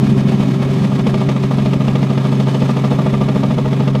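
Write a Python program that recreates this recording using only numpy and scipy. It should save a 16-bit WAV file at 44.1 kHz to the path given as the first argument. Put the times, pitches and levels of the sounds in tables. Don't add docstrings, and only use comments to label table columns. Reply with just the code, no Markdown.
import sys
import numpy as np
from scipy import signal
from scipy.fft import rfft, irfft
from scipy.io import wavfile
from scipy.ndimage import uniform_filter1d

SR = 44100
rng = np.random.default_rng(int(sys.argv[2]) if len(sys.argv) > 2 else 0)


def generate_wav(sig):
    pcm = np.round(np.clip(np.atleast_2d(sig).T, -1, 1) * 32767).astype(np.int16)
    wavfile.write(sys.argv[1], SR, pcm)


N = 176400
BLADE_HZ, FIRST_PASS_S = 13.5241, .0324
CYCLE_HZ, FAN_HZ = 22.6, 386.3

# cycle_multiple, level_db, waver_db
ENGINE_PARTIALS = [(5, -40, 2), (6, -16.5, 0.52), (7, -31.5, 3.5), (8, -27, 2.5), (9, -30.5, 1.5),
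                   (10, -30.5, 2), (11, -35, -2.5), (12, -28, 2), (14, -43.5, -2), (18, -38, 1.5),
                   (24, -48.5, -1), (48, -49, -1.5), (54, -50, 1)]
# time_s, thump_gain_db, air_gain_db, fan_gain_db
FLIGHT_RIDES = [(0, 4, 0.5, 1.5), (.4, 1.5, -1, 6), (.55, -11, -1, 1), (.72, 3.5, -.5, 2.5),
                (1.1, 1.5, -.5, 4), (1.35, -4.5, -1.5, -2), (2.3, 1.5, -.5, 1), (2.6, -0.5, -0.5, -0.5),
                (3, -1, 0, 0.5), (4, 0, -2.5, -3)]
# pitch_hz, gain_db, t60_s
CABIN_MODES = [(164.4, 4, 0.17), (204.7, 11.5, 0.21), (230, -39, 0.045), (278, -14, 0.065)]
# pitch_hz, gain_db, t60_s
PANEL_MODES = [(394, -10.5, .035), (486, 5, 0.048), (531, 3.5, 0.044), (624, 2, 0.073), (704, 3, 0.038),
               (790, -9.5, 0.023), (866, 2.5, 0.032), (913, -4.5, 0.026), (1083, -8, 0.039),
               (1177, 0, 0.069), (1202, -19, 0.063)]
# start_s, body_gain_db, crack_gain_db
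SLAP_HITS = [(0.92, -23.0, -39.0), (0.994, -24.0, -32.5), (1.068, -20.5, -30.0), (1.142, -20.5, -27.5),
             (1.215, -22.5, -33.5), (1.289, -23.0, -26.5), (1.363, -23.0, -31.5), (1.437, -23.0, -30.5),
             (1.511, -21.5, -34.0), (1.585, -21.0, -31.0), (1.659, -20.5, -27.5), (1.733, -19.5, -28.0),
             (1.807, -21.5, -33.0), (1.881, -22.0, -28.5), (1.955, -19.5, -27.5), (2.029, -21.5, -29.5),
             (2.103, -22.0, -31.0), (2.177, -21.0, -30.5), (2.251, -20.0, -32.0), (2.325, -22.5, -36.5),
             (2.399, -20.5, -32.5), (2.472, -20.5, -34.5), (2.546, -19.5, -30.5), (2.62, -19.0, -31.0),
             (2.694, -19.0, -34.5), (2.768, -20.0, -33.0), (2.842, -18.0, -30.0), (2.916, -17.0, -36.5),
             (2.99, -18.0, -32.0), (3.064, -19.0, -31.0), (3.138, -18.5, -32.0), (3.212, -18.0, -33.5),
             (3.286, -17.5, -29.0), (3.36, -18.5, -32.5), (3.434, -18.0, -28.5), (3.508, -20.5, -34.0),
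             (3.582, -18.5, -30.0), (3.656, -19.5, -36.5), (3.73, -21.0, -31.0), (3.803, -20.0, -31.5),
             (3.877, -20.0, -29.5), (3.951, -19.5, -28.5)]
# delay_s, first_slap_gain_db, last_slap_gain_db
SLAP_BLOWS = [(-.003, 0, 6), (.00025, 8.5, 5), (.0051, -1, 11), (0.0114, -1.5, -2.5), (0.0151, -9.5, -0.5)]
# frequency_hz, gain_db
CRACK_EQ = [(400, 7), (800, 7), (1250, -4), (1480, -12), (1950, 1.5), (2700, 0.5), (3700, -3), (5500, -14),
            (9000, -31), (15000, -51)]
# frequency_hz, gain_db
RUSH_EQ = [(100, -26), (300, 3), (450, 6.5), (620, 6.5), (780, 2.5), (1200, 0), (1420, -4.5), (2100, -8),
           (2700, -6.5), (3100, -10.5), (3500, -7.5), (4100, -15), (6000, -18.5), (9000, -27), (12000, -32),
           (15500, -37)]
# time_s, depth_db
SURGE_DEPTH = [(0, 1.5), (1.2, 2), (2.2, -0.5), (3.2, -0.2), (4, 0.5)]
# frequency_hz, gain_db
HISS_EQ = [(1500, -31), (3100, 3), (3350, -7), (3580, -2), (3850, -16.5), (4400, -7), (5000, -9),
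           (9000, -21), (15000, -39)]
# time_s, level_db
HISS_RIDE = [(0, -42.5), (.7, -47.5), (.9, -44), (1.45, -47.5), (1.7, -47), (2.1, -49), (2.3, -45.5),
             (2.6, -41), (2.9, -54), (3.4, -56), (4, -50)]
# centre_s, level_db
PUFF_HITS = [(.045, -34), (.2, -31), (.298, -31), (.41, -35), (.765, -33), (.848, -32.5)]
KNOCK_TIMES = [.063, .104, .138, 0.175, .213, .29, .355, .405, .436, .66, .706, .818, 1.015, 1.085, 1.137,
               1.287, 1.45, 1.56, 1.607, 1.655, 1.768, 1.892, 1.925, 2.006, 2.632, 2.942, 3.057, 3.134,
               3.167, 3.21, 3.252, 3.291, 3.363, 3.495, 3.568, 3.645, 3.677, 3.913, 3.96]
# frequency_hz, gain_db
ROAR_EQ = [(30, -57), (75, -40), (108, -2), (150, -3.5), (225, 2.5), (278, -2), (315, -12), (380, -7),
           (460, -24), (900, -72)]
# time_s, level_db
ROAR_RIDE = [(0, -19), (1.15, -20.5), (1.45, -24), (2.5, -23.5), (4, -29)]
# frequency_hz, gain_db
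RUMBLE_EQ = [(10, -29), (28, -10), (50, -4), (90, 21), (130, -17), (250, -49)]


def engine(t):
    cycles = np.cumsum(CYCLE_HZ * (1 + .001306 * wander(rate_hz=1.94))) / SR
    return sum(undb(level_db + waver_db * wander(rate_hz=11)) * tone(multiple * cycles)
               for multiple, level_db, waver_db in ENGINE_PARTIALS)


def cooling_fan(t):
    pitch_hz = FAN_HZ * (1 + .004 * wander(rate_hz=11))
    hum = tone(np.cumsum(pitch_hz) / SR)
    return hum * undb(-32.5 + curve(FLIGHT_RIDES, t, column=3) + 2.5 * wander(rate_hz=16))


def blade_thump(t, level_db=-19, lead_s=.00612, scatter_db=0):
    passes = np.arange(FIRST_PASS_S, N / SR, 1 / BLADE_HZ)
    gains = undb(curve(FLIGHT_RIDES, passes) + scatter_db * rng.standard_normal(len(passes)))
    return undb(level_db) * unit(strike(passes - lead_s, gains, ring(CABIN_MODES, t)))


def blade_slap(t, level_db=-28, jitter_s=.00012):
    starts, body_db, _ = np.array(SLAP_HITS).T
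    weights = np.array([undb(np.linspace(first, last, len(starts))) for _, first, last in SLAP_BLOWS])
    blow_gains = undb(body_db) * weights / np.linalg.norm(weights, axis=0)
    panel_ring = ring(PANEL_MODES, t)
    slaps = np.zeros(N)
    for (delay_s, _, _), gains in zip(SLAP_BLOWS, blow_gains):
        times = starts + delay_s + jitter_s * rng.standard_normal(len(starts))
        slaps += strike(times, gains, panel_ring)
    return undb(level_db) * unit(slaps)


def blade_crack(t, boost_db=7, lead_s=.001, attack_s=.002, decay_s=.0081):
    starts, _, crack_db = np.array(SLAP_HITS).T
    age = t[:SR // 10]
    envelope = np.minimum(age / attack_s, 1) * np.exp(-np.maximum(age - attack_s, 0) / decay_s)
    return strike(starts - lead_s, undb(crack_db + boost_db), envelope) * noise(CRACK_EQ)


def rushing_air(t, surge_hz=8.993):
    def lfo(rate_hz, delay_s):
        return np.cos(2 * np.pi * rate_hz * (t - delay_s))

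    rush = noise(RUSH_EQ) * undb(-28.5 + curve(FLIGHT_RIDES, t, column=2))
    hiss = noise(HISS_EQ) * undb(curve(HISS_RIDE, t))
    swish_db = lfo(BLADE_HZ, delay_s=FIRST_PASS_S + .014)
    flutter_db = .64 * lfo(2 * BLADE_HZ, delay_s=FIRST_PASS_S + .00083)
    crank_db = .44 * lfo(2 * CYCLE_HZ, delay_s=.011)
    surge_db = curve(SURGE_DEPTH, t) * lfo(surge_hz, delay_s=.083)
    shudder_db = 1.3 * lfo(4 * surge_hz, delay_s=.016)
    flicker_db = 1.13 * wander(rate_hz=58)
    return (rush + hiss) * undb(swish_db + flutter_db + crank_db + surge_db + shudder_db + flicker_db)


def air_puffs(t, width_s=.0071):
    envelope = sum(undb(level_db) * swell(t - centre_s, width_s) for centre_s, level_db in PUFF_HITS)
    return noise(CRACK_EQ) * envelope


def low_knocks(t, pitch_hz=68, width_s=.0039, gain_db=-21.5):
    offsets = (t - centre_s for centre_s in KNOCK_TIMES)
    return undb(gain_db) * sum(np.sin(2 * np.pi * pitch_hz * dt) * swell(dt, width_s) for dt in offsets)


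def airframe(t, rumble_db=-42.5):
    roar = noise(ROAR_EQ) * undb(curve(ROAR_RIDE, t))
    return roar + noise(RUMBLE_EQ) * undb(rumble_db)


def undb(db):
    return 10 ** (np.asarray(db) / 20)


def unit(x):
    return x / np.sqrt(np.mean(x ** 2))


def curve(table, times, column=1):
    rows = np.array(table, float)
    return np.interp(times, rows[:, 0], rows[:, column])


def swell(offset_s, width_s):
    return np.exp(-.5 * (offset_s / width_s) ** 2)


def wander(rate_hz):
    hold = int(SR / rate_hz)
    steps = rng.standard_normal(2048)[np.arange(N) // hold % 2048]
    return unit(uniform_filter1d(uniform_filter1d(steps, hold), hold))


def tone(turns):
    return np.sqrt(2) * np.sin(2 * np.pi * (turns + rng.random()))


def noise(eq, ripple_db=3, ripple_spacing_hz=45.7):
    eq_hz, eq_db = np.array(eq, float).T
    bin_hz = np.maximum(np.fft.rfftfreq(N, 1 / SR), 1)
    ripple = np.interp(bin_hz / ripple_spacing_hz, np.arange(1024), rng.standard_normal(1024))
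    ripple *= np.clip(bin_hz / 1500, 0, 1) ** 2
    gain = undb(np.interp(np.log(bin_hz), np.log(eq_hz), eq_db) + ripple_db * ripple)
    return unit(irfft(rfft(rng.standard_normal(N)) * gain, N))


def ring(modes, t, band_hz=(120, 1400)):
    age = t[:SR // 4]
    ringing = sum(undb(gain_db) * np.sin(2 * np.pi * pitch_hz * age) * np.exp(-np.log(1000) * age / t60_s)
                  for pitch_hz, gain_db, t60_s in modes)
    return signal.sosfilt(signal.butter(5, band_hz, "band", fs=SR, output="sos"), ringing)


def strike(times, gains, response):
    pulses = np.zeros(N)
    np.add.at(pulses, np.clip((times * SR).astype(int), 0, N - 1), gains)
    return signal.fftconvolve(pulses, response)[:N]


def scene():
    t = np.arange(N) / SR
    drone = engine(t) + cooling_fan(t)
    rotor = blade_thump(t) + blade_slap(t) + blade_crack(t)
    return (drone + rotor + rushing_air(t) + air_puffs(t) + low_knocks(t) + airframe(t))[None]


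def record(dry):
    ceiling, cutoff_hz = .82, 15400
    rounded = dry / (1 + (dry / ceiling) ** 6) ** (1 / 6)
    return signal.sosfilt(signal.ellip(10, .2, 80, cutoff_hz, fs=SR, output="sos"), rounded)


dry = scene()
out = record(dry)
generate_wav(out)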